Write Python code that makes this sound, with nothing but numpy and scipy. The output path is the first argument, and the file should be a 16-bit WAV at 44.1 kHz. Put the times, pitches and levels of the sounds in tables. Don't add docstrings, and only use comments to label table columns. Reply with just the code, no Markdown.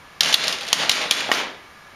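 import sys
import numpy as np
from scipy import signal
from scipy.fft import rfft, irfft
from scipy.io import wavfile

SR = 44100
rng = np.random.default_rng(int(sys.argv[2]) if len(sys.argv) > 2 else 0)


def bounce(signal):
    frames = np.transpose(np.atleast_2d(signal))
    limited = np.clip(frames, -1, 1)
    pcm = np.round(limited * 32767).astype(np.int16)
    wavfile.write(sys.argv[1], SR, pcm)


def ratio(d):
    e = np.asarray(d, float) / 20
    return 10 ** e


N = 85995
BLOW_N = 2600


def evened(x):
    return x / np.sqrt(np.mean(x ** 2) + 1e-20)


def read(points, hz):
    f, value = np.transpose(points)
    return np.interp(np.log(hz + 1), np.log(f + 1), value)


def add(mix, start_s, sound):
    part = mix[round(start_s * SR):][:len(sound)]
    part += sound[:len(part)]


def coloured(x, points):
    hz = abs(np.fft.fftfreq(4096, 1 / SR))
    log_gain = np.log(ratio(read(points, hz)))
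    taps = np.fft.ifft(np.exp(np.conj(signal.hilbert(log_gain)))).real[:2048]
    return signal.oaconvolve(x, taps)[:len(x)]


def band(x, lo_hz, hi_hz):
    return signal.sosfilt(signal.butter(2, [lo_hz, hi_hz], "bandpass", fs=SR, output="sos"), x)


def smoothed(x, ms):
    r = np.exp(-1000 / (ms * SR))
    return signal.lfilter([1 - r], [1, -r], x)


def rung(drive, modes, pitch):
    t = np.arange(len(drive)) / SR
    ring = np.zeros(len(drive))
    for hz, db, t60 in modes:
        decay_s = np.clip(t60 * pitch ** 0.5, 0.005, 0.026)
        ring += ratio(db - 60 * t / decay_s) * np.sin(2 * np.pi * hz * pitch * t)
    return signal.fftconvolve(drive, ring)[:len(drive)]


# (frequency [Hz], level [dB], t60 [s])
TRAY_MODES = [(1637, 4, 0.035), (2630, -1, 0.037), (3327, 3.5, 0.029), (3440, -22, 0.083),
              (3840, -25, 0.046), (4496, -23, 0.066), (5400, -28, 0.043), (6330, -36, 0.041),
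              (6400, -18, 0.046), (7300, -32, 0.083), (8240, -11, 0.033), (10500, -22, 0.057)]
RATTLE_SPREAD_HZ = 2830


def clack(db, hz, contact_ms, spread_hz, dull_db, noise):
    t = np.arange(len(noise)) / SR
    u = t * 1000 / contact_ms
    attack = np.minimum(u / 0.215, 1)
    scrape = np.exp(-np.minimum(u, 6) ** 1.87)
    shiver = ratio(-10) * np.exp(-t * 1000 / 11.8)
    burst = noise * attack * (scrape + shiver)

    boom_db = -16.5 + 30 * np.log10(spread_hz / RATTLE_SPREAD_HZ)
    layers = [
        (0, band(burst, max(hz - spread_hz / 2, 600), hz + spread_hz / 2)),
        (-8.5, band(burst, 2350, 8100)),
        (-15.5, rung(burst, TRAY_MODES, 1)),
        (-20 + dull_db, band(burst, 10400, 15000)),
        (-21.5 + dull_db, band(burst, 8600, 10000)),
        (boom_db, band(burst, 390, 1290)),
    ]
    return ratio(db) * sum(ratio(layer_db) * x / abs(x).max() for layer_db, x in layers)


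# (time [s], strength [dB], brightest [Hz], contact [ms], spread [Hz])
CLACKS = [
    (0.207, 1, 4140, 3.02, 1700),
    (.3414, 3, 3800, 3.8, 1280),
    (0.729, 2, 4280, 2.4, 3600),
    (0.8941, 0, 3680, 2.9, 2000),
    (1.1097, 2.5, 3600, 4, 2920),
]
# (time [s],
# strength [dB], brightest [Hz], contact [ms])
RATTLES = [(.2316, -1, 4260, 4.9), (.245, -8.5, 3350, 3.8), (.2585, -5, 3840, 2.1), (.277, -19, 3960, 7.4),
           (.287, -13.5, 3820, 2.3), (0.3257, -9, 4000, 9.2), (0.4357, -11.5, 3400, 11),
           (.4797, -6, 4540, 3.5), (.513, -22, 3400, 4.5), (.5248, -11, 3900, 7.1), (.565, -39, 3000, 3),
           (.585, -24.5, 4370, 1.9), (.6075, -19.5, 3270, 9.2), (.63, -23, 3500, 8.8),
           (.6505, -25, 2520, 3), (.667, -22, 3340, 4), (.678, -21, 3400, 5.5), (.6855, -17.5, 3420, 2.9),
           (.9085, -15, 3500, 4), (.913, -3.5, 4300, 10), (1.015, -18.5, 2900, 4.9),
           (1.203, -17, 3030, 6.9),
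           (0.295, -21, 4000, 1.9),
    (0.47, -18, 3550, 5.5),
    (0.538, -24.5, 3000, 3),
    (.718, -35, 3000, 2.2),
    (1.119, -3, 3530, 4.7),
    (1.124, -6, 2760, 9.9),
    (1.136, -12, 4300, 4.3),
    (1.338, -6.5, 3360, 2.2),
    (1.345, -15, 4400, 7),
]
# (frequency [Hz], level [dB])
TRAY_SPREAD = [(60, -33), (250, -7), (800, -6), (2000, 1), (3500, -1), (6500, -5.5), (9000, -10),
               (15000, -21.5)]
CLACK_DB, RATTLE_DB, RATTLE_DULL_DB = 5, 0.5, -4


def tray():
    out, snaps = np.zeros(N), np.zeros(N)
    blows = [(CLACK_DB, 0, row) for row in CLACKS]
    blows += [(RATTLE_DB, RATTLE_DULL_DB, (*row, RATTLE_SPREAD_HZ)) for row in RATTLES]
    for lift_db, dull_db, (start_s, db, hz, contact_ms, spread_hz) in blows:
        noise = rng.standard_normal(BLOW_N)
        add(out, start_s, clack(db + lift_db, hz, contact_ms, spread_hz, dull_db, noise))
        add(snaps, start_s, ratio([db + lift_db]))
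    return out, coloured(snaps, TRAY_SPREAD)


# (time [s], strength [dB], share of pitch [ratio])
LATCH = [
    (1.292, -13.5, .38),
    (1.3003, -20, 0.39),
    (1.316, 6.5, 1.001),
]
# (frequency [Hz], level [dB], t60 [s])
LATCH_MODES = [(760, -20.5, 0.032), (1160, -1.5, 0.028), (1500, -10, 0.017), (1890, 3, 0.031),
               (2187, 1, 0.04), (2900, 3.5, 0.019), (3600, -16, 0.018), (4500, -17, 0.012),
               (6350, -25, .012)]
# (frequency [Hz], level [dB])
LATCH_SPREAD = [(60, -43), (250, -3.5), (800, 2.5), (2000, 4.5), (3500, -1), (6500, -9), (9000, -15),
                (15000, -15)]
LOW_CUT_HZ, LATCH_CRACK_DB = 225, -11


def latch():
    out, snaps = np.zeros(N), np.zeros(N)
    t = np.arange(BLOW_N) / SR
    for start_s, db, pitch in LATCH:
        blow = np.exp(-((t - 0.0002) * pitch / 0.00006) ** 2)
        ring = band(rung(blow, LATCH_MODES, pitch), LOW_CUT_HZ, 12000)
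        burst = rng.standard_normal(BLOW_N) * np.exp(-t / 0.012)
        crack = band(band(burst, 600, 500 + 6000 * pitch ** 3), 430, 7200)
        sound = ring / abs(ring).max() + ratio(LATCH_CRACK_DB) * crack / abs(crack).max()
        add(out, start_s, ratio(db) * sound)
        add(snaps, start_s, ratio([db]))
    return out, coloured(snaps, LATCH_SPREAD)


# (time [s], level [dB])
GEARS = [(0.199, -90), (0.218, -20), (.32, -33), (.4, -27), (.5, -31), (.56, -38), (0.698, -34),
         (0.801, -21), (0.949, -39), (1.019, -24), (1.09, -34), (1.17, -28), (1.22, -36.5), (1.292, -29.5),
         (1.33, -91)]
# (frequency [Hz], level [dB per Hz])
GEAR_COLOUR = [(59, -50), (100, -10.5), (153, 1), (370, -5), (564, 5), (879, 1.5), (3540, 2.5), (9340, -17),
               (15500, -35)]
TEETH_PER_S, TOOTH_SPREAD_DB = 4000, 2.2


def gears():
    size = ratio(TOOTH_SPREAD_DB * np.minimum(rng.exponential(1, N), 4)) * rng.standard_normal(N)
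    teeth = size * (rng.random(N) < TEETH_PER_S / SR)
    friction = 0.17 * rng.standard_normal(N)
    whir = evened(coloured(teeth + friction, GEAR_COLOUR))
    effort_db = np.interp(np.arange(N) / SR, *np.transpose(GEARS))
    return whir * ratio(effort_db)


# (frequency [Hz], t60 [s])
ROOM = [(150, 0.71), (500, 0.58), (1500, 0.53), (3500, 0.49), (7000, .4), (13000, 0.21)]


def room(x):
    taps = rng.standard_normal(SR) * (rng.random(SR) < 0.25)
    hz, t, z = signal.stft(taps, SR, nperseg=256)
    decay = ratio(-60 * t / read(ROOM, hz)[:, None])
    tail = signal.istft(z * decay, SR, nperseg=256)[1][:SR]
    tail = tail * np.clip((np.arange(SR) / SR - 0.003) / 0.002, 0, 1)
    return signal.fftconvolve(x, tail / np.linalg.norm(tail))[:N]


# (frequency [Hz], level [dB per Hz])
HUM = [(20, -8.5), (60, -1.5), (160, -3.5), (450, -5), (1200, -1), (2500, -7), (6000, -16), (15500, -29)]
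# (frequency [Hz], width [Hz], level [dB])
FAN_BANDS = [(156, 30, -19), (900, 280, -16.5), (1195, 73, -9), (1700, 69, -7.5), (2260, 68, -11)]
HUM_DB = -45.5


def hum():
    settle = 2048
    air = evened(coloured(rng.standard_normal(N + settle), HUM))
    for hz, width_hz, db in FAN_BANDS:
        noise = rng.standard_normal(N + settle)
        air = air + ratio(db) * evened(band(noise, hz - width_hz / 2, hz + width_hz / 2))
    return ratio(HUM_DB) * evened(air[settle:])


ROOM_DB, LATCH_ROOM_DB, GEAR_ROOM_DB, DIRECT_ROOM_DB = 14, 13.5, -7, -12


def scene():
    clacks, snaps = tray()
    slam, slam_snaps = latch()
    whir = gears()
    sent = ratio(ROOM_DB) * snaps + ratio(LATCH_ROOM_DB) * slam_snaps
    sent = sent + ratio(GEAR_ROOM_DB) * whir + ratio(DIRECT_ROOM_DB) * (clacks + slam)
    return (clacks + slam + whir + room(sent) + hum())[None]


def roll_off(x):
    return signal.sosfilt(signal.butter(12, 16460, fs=SR, output="sos"), x)


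LIMIT_DB, DUCK_SHARE, SENSE_MS, GRAB_MS, RECOVER_DB_PER_S = -12, 0.92, 1.18, 5.3, 136.5
CEILING = 0.75
NOTCH_HZ, NOTCH_WIDTH_HZ, NOTCH_DB, EDGE_HZ = 7900, 215, -29, 14700


def record(dry):
    sound = dry[0]
    power_db = 10 * np.log10(smoothed(sound ** 2, SENSE_MS) + 1e-12)
    fall = np.arange(N) * RECOVER_DB_PER_S / SR
    held_db = np.maximum.accumulate(power_db + fall) - fall
    over_db = np.maximum(held_db - LIMIT_DB, 0)
    ducked = sound / ratio(DUCK_SHARE * smoothed(over_db, GRAB_MS))

    bent = CEILING * np.tanh(ducked / CEILING) - ducked
    clipped = ducked + bent - smoothed(bent, 0.68)

    hz = np.fft.rfftfreq(N, 1 / SR)
    dip = ratio(NOTCH_DB / (1 + ((hz - NOTCH_HZ) / NOTCH_WIDTH_HZ) ** 2))
    band_limit = 1 / (1 + (hz / EDGE_HZ) ** 40)
    mix = irfft(rfft(clipped) * dip * band_limit, N)[None]
    return roll_off(mix)


dry = scene()
out = record(dry)
bounce(out)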